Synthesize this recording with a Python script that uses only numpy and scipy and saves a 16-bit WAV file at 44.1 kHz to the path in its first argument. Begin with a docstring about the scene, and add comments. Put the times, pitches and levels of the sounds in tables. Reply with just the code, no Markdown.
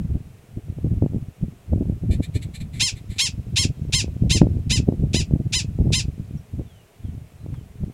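"""From the start, gusts buffet a microphone in open grassland: shaped noise, with a suction dip for each eddy.
From two seconds a prairie dog wheezes, half voice and half hiss through a nearly shut mouth.
Then come nine alarm barks, trains of sharp vocal pulses whose pitch arches up and down; the last
wheezes fall among the first barks. The grass scatters a short tail behind the calls.
Afterwards far birds whistle faintly as gliding sines, and a grass stem ticks once, a burst of noise."""
import sys
import numpy as np
from scipy import signal
from scipy.fft import rfft, irfft
from scipy.io import wavfile
from scipy.ndimage import uniform_filter1d, map_coordinates

SR = 44100
rng = np.random.default_rng(int(sys.argv[2]) if len(sys.argv) > 2 else 0)


def inscribe(sig):
    """Save sig as 16-bit PCM at rate SR to the path in sys.argv[1].

    A 1-D sig is mono; a 2-D sig holds one channel per row.
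    Samples are clipped to [-1, 1] before scaling.
    """
    pcm = np.round(np.clip(np.atleast_2d(sig).T, -1, 1) * 32767)
    wavfile.write(sys.argv[1], SR, pcm.astype(np.int16))


N = 349747
TIME = np.arange(N) / SR

# still air over the prairie and microphone hiss: (frequency [Hz], relative density [dB per Hz])
AIR_COLOUR = [(30, 5), (120, -1.5), (300, -3.5), (410, 4.5), (540, -3), (660, 0), (850, -8), (1700, -12),
              (2500, -10.5), (3300, -15), (4700, -19.5), (8000, -18), (15000, -23)]
# wind strength as rumble on the microphone, before puffs and trim: (time [s], level [dB])
WIND_STRENGTH = [(0, -25.5), (0.15, -26.5), (0.3, -47.5), (0.45, -47.5), (0.87, -22.5), (1.18, -29),
                 (1.36, -52.5), (1.44, -21), (1.63, -59), (1.72, -21), (2.0, -32.9), (2.09, -19.5),
                 (2.28, -35), (2.78, -30), (2.87, -37.5), (3.33, -36.5), (3.42, -29.5), (3.87, -29),
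                 (4.2, -22.5), (5.3, -23.5), (5.7, -30.5), (5.85, -17.5), (5.98, -29.5), (6.38, -30),
                 (6.47, -49), (6.56, -25.5), (6.66, -44.5), (6.95, -64), (7.05, -32), (7.35, -44.5),
                 (7.55, -27.5), (7.7, -44), (7.87, -24), (7.93, -41)]
# deep rumble of the wind: (frequency [Hz], relative density [dB per Hz])
RUMBLE_COLOUR = [(20, -9), (35, -12.5), (60, 0.5), (95, 3), (150, -1), (220, -11.5), (320, -24),
                 (500, -54.5)]
# higher flutter of the wind: (frequency [Hz], relative density [dB per Hz])
FLUTTER_COLOUR = [(130, -14.5), (220, 2.5), (330, -0.5), (480, -11.5), (700, -20), (1000, -40.5),
                  (1600, -64)]
# single buffets, strong to slight, each an eddy hitting the microphone:
# (time [s], peak before trim [dB], half passing time [s])
BUFFET_EDDIES = [(.154, -8, 0.0026), (.572, -12, .003), (.7, -14.5, 0.0027), (.846, -7, .0015),
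                 (1.024, -6, 0.00089), (1.062, -10, 0.00088), (1.146, -10, 0.0014), (1.285, -19.5, 0.0028),
                 (1.734, -12, 0.00074), (1.76, -8, 0.0017), (1.81, -4.5, 0.0015), (1.898, -9, 0.0013),
                 (2.11, -17, 0.0023), (2.205, -10, 0.00095), (2.362, -7, 0.0023), (2.94, -19, 0.0044),
                 (3.1, -16, 0.0045), (3.47, -20, 0.0031), (3.653, -9.5, 0.0014), (4.044, -14.5, 0.00098),
                 (4.223, -2.5, 0.0022), (4.356, -9.5, 0.0012), (4.417, 4, 0.0011), (4.47, -9, 0.00085),
                 (4.802, -8, 0.0014), (4.888, -4.5, 0.001), (4.924, -13.5, 0.00078), (5.037, -9, .002),
                 (5.146, -5, 0.00096), (5.337, -3, 0.0018), (5.401, -12, .0017), (5.789, -12.5, 0.00098),
                 (5.857, -5.5, 0.0019), (5.905, -15, 0.00081), (6.596, -17, 0.001), (7.463, -24, 0.00069)]
# a grass stem ticks: (time [s], level [dB], decay [s])
STEM_TICKS = [(7.541, -45, 0.0075)]
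# colour of the tick: (frequency [Hz], relative density [dB per Hz])
STEM_COLOUR = [(400, -7), (1100, 6), (2000, -8), (4000, -16), (9000, -24)]
# far birds: (time [s], length [s], first pitch [Hz], last pitch [Hz], level [dB])
FAR_BIRDS = [(6.24, 0.057, 4700, 4500, -75), (6.37, .022, 6000, 5370, -64), (6.382, .025, 5500, 5900, -68),
             (6.656, 0.23, 3660, 2720, -68), (7.03, 0.089, 3610, 2950, -70.5),
             (7.38, 0.076, 4200, 3980, -74), (7.54, .1, 3550, 2920, -70)]
# colour of what ground and grass throw back: (frequency [Hz], relative density [dB per Hz])
SCATTER_COLOUR = [(600, 4), (1500, 0), (2600, 5.5), (4000, -0.5), (5500, -1), (8000, -1), (15000, -23)]
# wheezy half-voiced calls: (time of peak [s], rise [s], fall [s], level [dB], voiced share [0-1])
WHEEZE_CALLS = [(2.113, .0033, 0.023, -44, .8), (2.136, .014, 0.015, -44, 0.6),
                (2.238, .009, 0.014, -40.5, 0.64), (2.363, .012, 0.01, -39, 0.56),
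                (2.429, .007, 0.012, -42.5, 0), (2.555, .0094, 0.013, -41, .36),
                (2.61, 0.0056, 0.013, -44.5, 0.06), (2.746, 0.0094, 0.056, -48, 0),
                (2.975, 0.012, 0.015, -50, .1), (3.112, .0094, 0.026, -47.5, 0.1),
                (3.166, 0.0064, 0.032, -51, .5)]
# resonances of the nearly shut mouth: (frequency [Hz], width [Hz], relative level [dB])
SHUT_MOUTH_MODES = [(2170, 610, 10.5), (3600, 1160, 1.5), (4060, 550, 5.5), (5800, 1200, -30),
                    (7680, 1540, 3), (10200, 1500, -7.5), (11200, 1400, -7.5)]
# barks: (start [s], crest [s], end [s], top pitch [Hz], attack level [dB])
ALARM_BARKS = [(2.7957, 2.839, 2.898, 1073, -17.5), (3.182, 3.23, 3.28, 1089, -17.5),
               (3.5578, 3.6014, 3.65, 1086, -17), (3.923, 3.961, 4.016, 1063, -17.5),
               (4.2954, 4.338, 4.385, 1060, -19), (4.696, 4.739, 4.783, 1035, -20),
               (5.131, 5.1777, 5.219, 1019, -22.5), (5.5233, 5.5647, 5.61, 1028, -19.5),
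               (5.9214, 5.968, 6.011, 1049, -19.5)]
# throat and mouth resonances on the highest bark, before small differences from bark to bark:
# (frequency [Hz], width [Hz], level with the mouth open [dB], level with it closed [dB])
THROAT_MODES = [(820, 180, -44, -56), (2560, 380, 6.5, 5), (3180, 340, -7, -9.5), (3820, 850, 6.5, -7),
                (5180, 1630, -2, 3.5), (6260, 2000, -7.5, -14.5), (7230, 1070, -3.5, -0.5),
                (9550, 680, -7.5, -6), (10340, 890, -10, -22.5), (12400, 350, -17, -29),
                (14760, 600, -50, -43)]

AIR_DB = -55.5
# flutter grows faster than rumble: level in a moderate wind (dB), that wind (dB), dB gained per dB of wind
FLUTTER_DB, MODERATE_WIND_DB, FLUTTER_GROWTH = -48, -27, 1.55
# random eddies: rate, peak above the wind before trim (dB), spread (dB), middle half passing time (s)
EDDIES_PER_S, EDDY_DB, EDDY_SPREAD_DB, EDDY_PASSING_S = 10, 6, 1.5, 0.0012
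# rough air around a buffet that passes in EDDY_PASSING_S, against its untrimmed peak (dB)
WAKE_RUMBLE_DB, WAKE_FLUTTER_DB = -15, -19.5
GROUND_DB = -14  # smeared bounce off the ground, against the direct sound
WHEEZE_HZ = 592  # pitch at the peak of a wheeze
# share of the top pitch missing at the start and end of a bark, before the floor on the arch
START_SAG, END_SAG = 0.62, 0.3
# aspiration before the folds pulse it: dB at the crest, dB added per unit of missing pitch share
CREST_RASP_DB, EDGE_RASP_DB = -21.5, 25
SLACK_HISS_DB = -24  # hiss through fully slack folds before its high-pass, against the voice
# first pulse, just after the crest, and as the mouth closes, against the attack level (dB)
ONSET_DB, CREST_DB, CLOSING_DB = -17, -5.5, -5.5
CUTOFF_HZ = 15900


def from_db(db):
    """Amplitude ratio of a level in dB."""
    return 10 ** (np.asarray(db) / 20)


def rms_one(x):
    """Scales a sound to rms 1."""
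    return x / np.sqrt(np.mean(x ** 2) + 1e-20)


def even(x, window_s):
    """Holds the short-term rms at 1, leaving the faster lumps."""
    power = uniform_filter1d(x ** 2, size=int(window_s * SR))
    return x / np.sqrt(power + 1e-9)


def butter(x, hz, kind, order=2):
    """Causal low- or high-pass."""
    return signal.sosfilt(signal.butter(order, min(hz, .48 * SR), kind, fs=SR, output="sos"), x)


def noise(spectrum, size=N):
    """Noise with the given colour, falling away outside its end points; rms 1."""
    hz, db = np.transpose(spectrum)
    f = np.fft.rfftfreq(size, 1 / SR) + 1
    gain = from_db(np.interp(np.log(f), np.log(hz), db))
    gain = gain * np.minimum(1, hz[-1] / f) ** 2 * np.minimum(1, f / hz[0])
    return rms_one(irfft(rfft(rng.standard_normal(size)) * gain, size))


def drift(rate, size=N):
    """Smooth chance from about `rate` random knots a second, of spread 1 at the knots."""
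    knots = np.arange(size) * rate / SR
    return map_coordinates(rng.standard_normal(size), [knots], order=3, mode="mirror")


def add(track, s, sound):
    """Mixes a sound in at time s."""
    i = int(s * SR)
    track[i:i + len(sound)] += sound[:N - i]


def air():
    """Still air and microphone hiss: steady coloured noise."""
    return from_db(AIR_DB) * noise(AIR_COLOUR)


def wind_db(t):
    """Strength of the wind at time t."""
    return np.interp(t, *np.transpose(WIND_STRENGTH))


def wake(rise_s, fall_s, speed_power):
    """Swell of rough air around the buffets; speed_power says how much more the fast ones count."""
    swell = np.zeros(N)
    for s, db, passing in BUFFET_EDDIES:
        weight = from_db(db) * (EDDY_PASSING_S / passing) ** speed_power
        away = (TIME - s) / np.where(TIME < s, rise_s, fall_s)
        swell += weight * np.exp(-np.minimum(away ** 2, 20))
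    return swell


def wind(rumble_db, puff_db, puffs_per_s, rumble_lump_db, flutter_lump_db):
    """Wind on the microphone drops between puffs and swells at buffets; lumps shape flutter more than rumble."""
    strength_db = wind_db(TIME) + puff_db * np.clip(drift(puffs_per_s), -2, .5)
    flutter_db = FLUTTER_DB + FLUTTER_GROWTH * (strength_db - MODERATE_WIND_DB)
    rumble_wake = from_db(WAKE_RUMBLE_DB) * wake(rise_s=.014, fall_s=0.017, speed_power=0)
    flutter_wake = from_db(WAKE_FLUTTER_DB) * wake(rise_s=.013, fall_s=0.023, speed_power=0.78)
    low = np.hypot(from_db(strength_db + rumble_db), rumble_wake)
    high = np.hypot(from_db(flutter_db), flutter_wake)
    lumps = np.tanh(drift(55))
    rumble = low * even(noise(RUMBLE_COLOUR) * from_db(rumble_lump_db * lumps), window_s=0.07)
    flutter = high * even(noise(FLUTTER_COLOUR) * from_db(flutter_lump_db * lumps), window_s=0.06)
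    return rumble + flutter


def random_eddies():
    """Random eddies that grow with the wind: (time [s], peak before trim [dB], half passing time [s])."""
    gap, size, speed = rng.random((200, 3)).T
    s = 0.036 + np.cumsum(2 * gap / EDDIES_PER_S)
    peak_db = wind_db(s) + EDDY_DB + EDDY_SPREAD_DB * (2 * size - 1)
    passing = EDDY_PASSING_S * 2 ** (speed - .5)
    rows = np.transpose([s, peak_db, passing])
    return list(rows[s < N / SR])


def eddies(gain_db, port_hz, core_share, core_width):
    """A passing eddy is brief suction with a tight core; the microphone's bass roll-off makes it swing back."""
    out = np.zeros(N)
    t = np.arange(-1500, 1500) / SR
    for s, db, passing in list(BUFFET_EDDIES) + random_eddies():
        core = core_share / (1 + (t / (passing * core_width)) ** 2)
        suction = 1 / (1 + (t / passing) ** 2) + core
        dip = butter(-np.hanning(len(t)) * suction, port_hz, "high")
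        add(out, max(s + t[0], 0), from_db(db + gain_db) * dip / np.abs(dip).max())
    return out


def ticks():
    """A grass stem's dry snap: coloured noise that dies at once."""
    out, t = np.zeros(N), TIME[:SR // 10]
    for s, db, decay in STEM_TICKS:
        add(out, s, from_db(db) * noise(STEM_COLOUR, size=len(t)) * np.exp(-t / decay))
    return out


def birds():
    """Far, thin whistles: slightly unsteady sines whose glide flattens out."""
    out = np.zeros(N)
    for s, length, first_hz, last_hz, db in FAR_BIRDS:
        u = np.linspace(0, 1, int(length * SR))
        glide = last_hz + (first_hz - last_hz) * (1 - u) ** 1.7
        hz = glide * (1 + 0.0036 * drift(250, len(u)))
        whistle = np.sin(2 * np.pi * np.cumsum(hz) / SR) * np.sqrt(u) * (1 - u)
        add(out, s, from_db(db) * rms_one(whistle))
    return out


def grassland(x, ground_s, scatter_db, scatter_t60, far_db, far_t60):
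    """A smeared bounce off rough ground, a short scatter from grass and mounds, and a faint far tail."""
    t = TIME[:SR]
    ground = noise(SCATTER_COLOUR, size=SR) * (t / ground_s) ** 2 * np.exp(-(t / ground_s) ** 2)
    near = noise(SCATTER_COLOUR, size=SR) * from_db(-60 * t / scatter_t60) * (1 - np.exp(-(t / 0.0055) ** 2))
    far = noise(SCATTER_COLOUR, size=SR) * from_db(-60 * t / far_t60) * (1 - np.exp(-t / .05))
    response = from_db(GROUND_DB) * rms_one(ground)
    response = response + from_db(scatter_db) * rms_one(near) + from_db(far_db) * rms_one(far)
    return x + signal.fftconvolve(x, response / np.sqrt(SR))[:N]


def resonate(x, modes, scale=1):
    """A tract with steep-sided resonances and dark valleys; causal, so each pulse stays a sharp spike."""
    size = 2 * len(x)
    f = np.fft.rfftfreq(size, 1 / SR)
    gain = sum(from_db(db) / (1 + (2 * (f - hz * scale) / width) ** 2) for hz, width, db in modes)
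    # the folded cepstrum gives the minimum-phase response
    cepstrum = irfft(np.log(gain))[:len(x)]
    response = np.exp(2 * rfft(cepstrum, size) - cepstrum[0])
    return irfft(rfft(x, size) * response)[:len(x)]


def vocal_pulses(pitch, jitter):
    """One sharp pressure drop each time the folds close; also returns the cycle's phase."""
    hz = pitch * (1 + jitter * drift(688, len(pitch)))
    phase = 2 * np.pi * np.cumsum(hz) / SR
    k = np.arange(1, 40)[:, None]
    harmonics = np.cos(k * phase) * (k * pitch < SR / 2)
    return rms_one(-np.sum(harmonics, axis=0)), phase


def wheezes():
    """Soft calls before and among the first barks: weak pulses and hiss through the nearly shut mouth."""
    out, t = np.zeros(N), np.arange(int(.16 * SR)) / SR - .05
    for s, rise, fall, db, voiced in WHEEZE_CALLS:
        voiced = np.clip(voiced, 0, 1)
        pulses, _ = vocal_pulses(WHEEZE_HZ * (1 + 2.9 * t), jitter=0.016)
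        source = np.sqrt(voiced) * pulses + np.sqrt(1 - voiced) * rng.standard_normal(len(t))
        sound = butter(resonate(source, SHUT_MOUTH_MODES), 1650, "high", order=4)
        swell = np.exp(-(t / np.where(t < 0, rise, fall)) ** 2 / 2)
        add(out, s + t[0], from_db(db) * rms_one(sound) * swell)
    return out


def bark(row, jitter, rise_power, fall_power, attack_s, release_s,
         throat_follow, gape_follow, mouth_s, throat_spread_db):
    """Pitch arches over the crest while the open mouth closes; the voice is raspier at both ends."""
    start, crest, end, top_hz, attack_db = row
    t = start + np.arange(int(.16 * SR)) / SR
    away = np.abs(t - crest) / np.where(t < crest, crest - start, end - crest)
    sag = np.where(t < crest, START_SAG * away ** rise_power, END_SAG * away ** fall_power)
    arch = np.clip(1 - sag, .36, 1)
    pulses, phase = vocal_pulses(top_hz * arch, jitter)
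    rasp_level = from_db(CREST_RASP_DB + EDGE_RASP_DB * (1 - arch))
    source = pulses + rasp_level * (1 + np.cos(phase)) * rng.standard_normal(len(t))

    # more effort: shorter throat, wider gape
    effort = top_hz / max(other[3] for other in ALARM_BARKS)
    # no two barks alike: only the two level columns vary
    variation = rng.standard_normal((len(THROAT_MODES), 4)) * [0, 0, 1, 1]
    throat = np.array(THROAT_MODES) + throat_spread_db * variation
    opened = resonate(source, throat[:, [0, 1, 2]], effort ** throat_follow)
    closed = resonate(source, throat[:, [0, 1, 3]], effort ** throat_follow)
    gape = effort ** gape_follow * (1 - np.tanh((t - crest) / mouth_s)) / 2
    voice = butter(gape * opened + (1 - gape) * closed, 439, "high")

    # slack folds close softly and lose the top
    press = np.clip(effort * arch, 0, 1) ** 4.3
    soft = signal.sosfiltfilt(signal.butter(2, 10500, fs=SR, output="sos"), voice)
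    voice = even(press * voice + (1 - press) * soft, window_s=.007)
    hiss = butter(rng.standard_normal(len(t)), 4000, "high")
    voice = voice + from_db(SLACK_HISS_DB) * (1 - arch ** 2) * hiss

    knots = [start, start + attack_s, start + 0.023, crest + 0.019, end - .012, end, end + release_s]
    shape_db = [ONSET_DB, -.5, 0, CREST_DB, CLOSING_DB, CLOSING_DB - 5.0, -46]
    level_db = attack_db + np.interp(t, knots, shape_db)
    return voice * from_db(level_db) * (t < end + release_s)


def barks():
    """The alarm series, each bark shaped by its own pitch and effort."""
    out = np.zeros(N)
    for row in ALARM_BARKS:
        sound = bark(row, jitter=0.0024, rise_power=2.4, fall_power=2.3, attack_s=0.012, release_s=0.048,
                     throat_follow=0.17, gape_follow=7.4, mouth_s=0.012, throat_spread_db=0.25)
        add(out, row[0], sound)
    return out


def scene():
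    """The animal and the birds sound through the grassland; the wind acts on the microphone itself."""
    gusts = wind(rumble_db=0.5, puff_db=6.5, puffs_per_s=20, rumble_lump_db=7.5, flutter_lump_db=18.5)
    thumps = eddies(gain_db=-1.28, port_hz=136, core_share=0.18, core_width=0.7)
    calls = grassland(birds() + wheezes() + barks(), ground_s=0.0041,
                      scatter_db=-15, scatter_t60=0.11, far_db=-45.0, far_t60=2.6)
    return (air() + gusts + thumps + ticks() + calls)[None]


def record(dry):
    """The microphone signal clips at full scale, as on the strongest buffet; then the top is cut."""
    top_cut = signal.ellip(10, .1, 80, CUTOFF_HZ, fs=SR, output="sos")
    return signal.sosfilt(top_cut, np.clip(dry, -1, 1))


dry = scene()
out = record(dry)
inscribe(out)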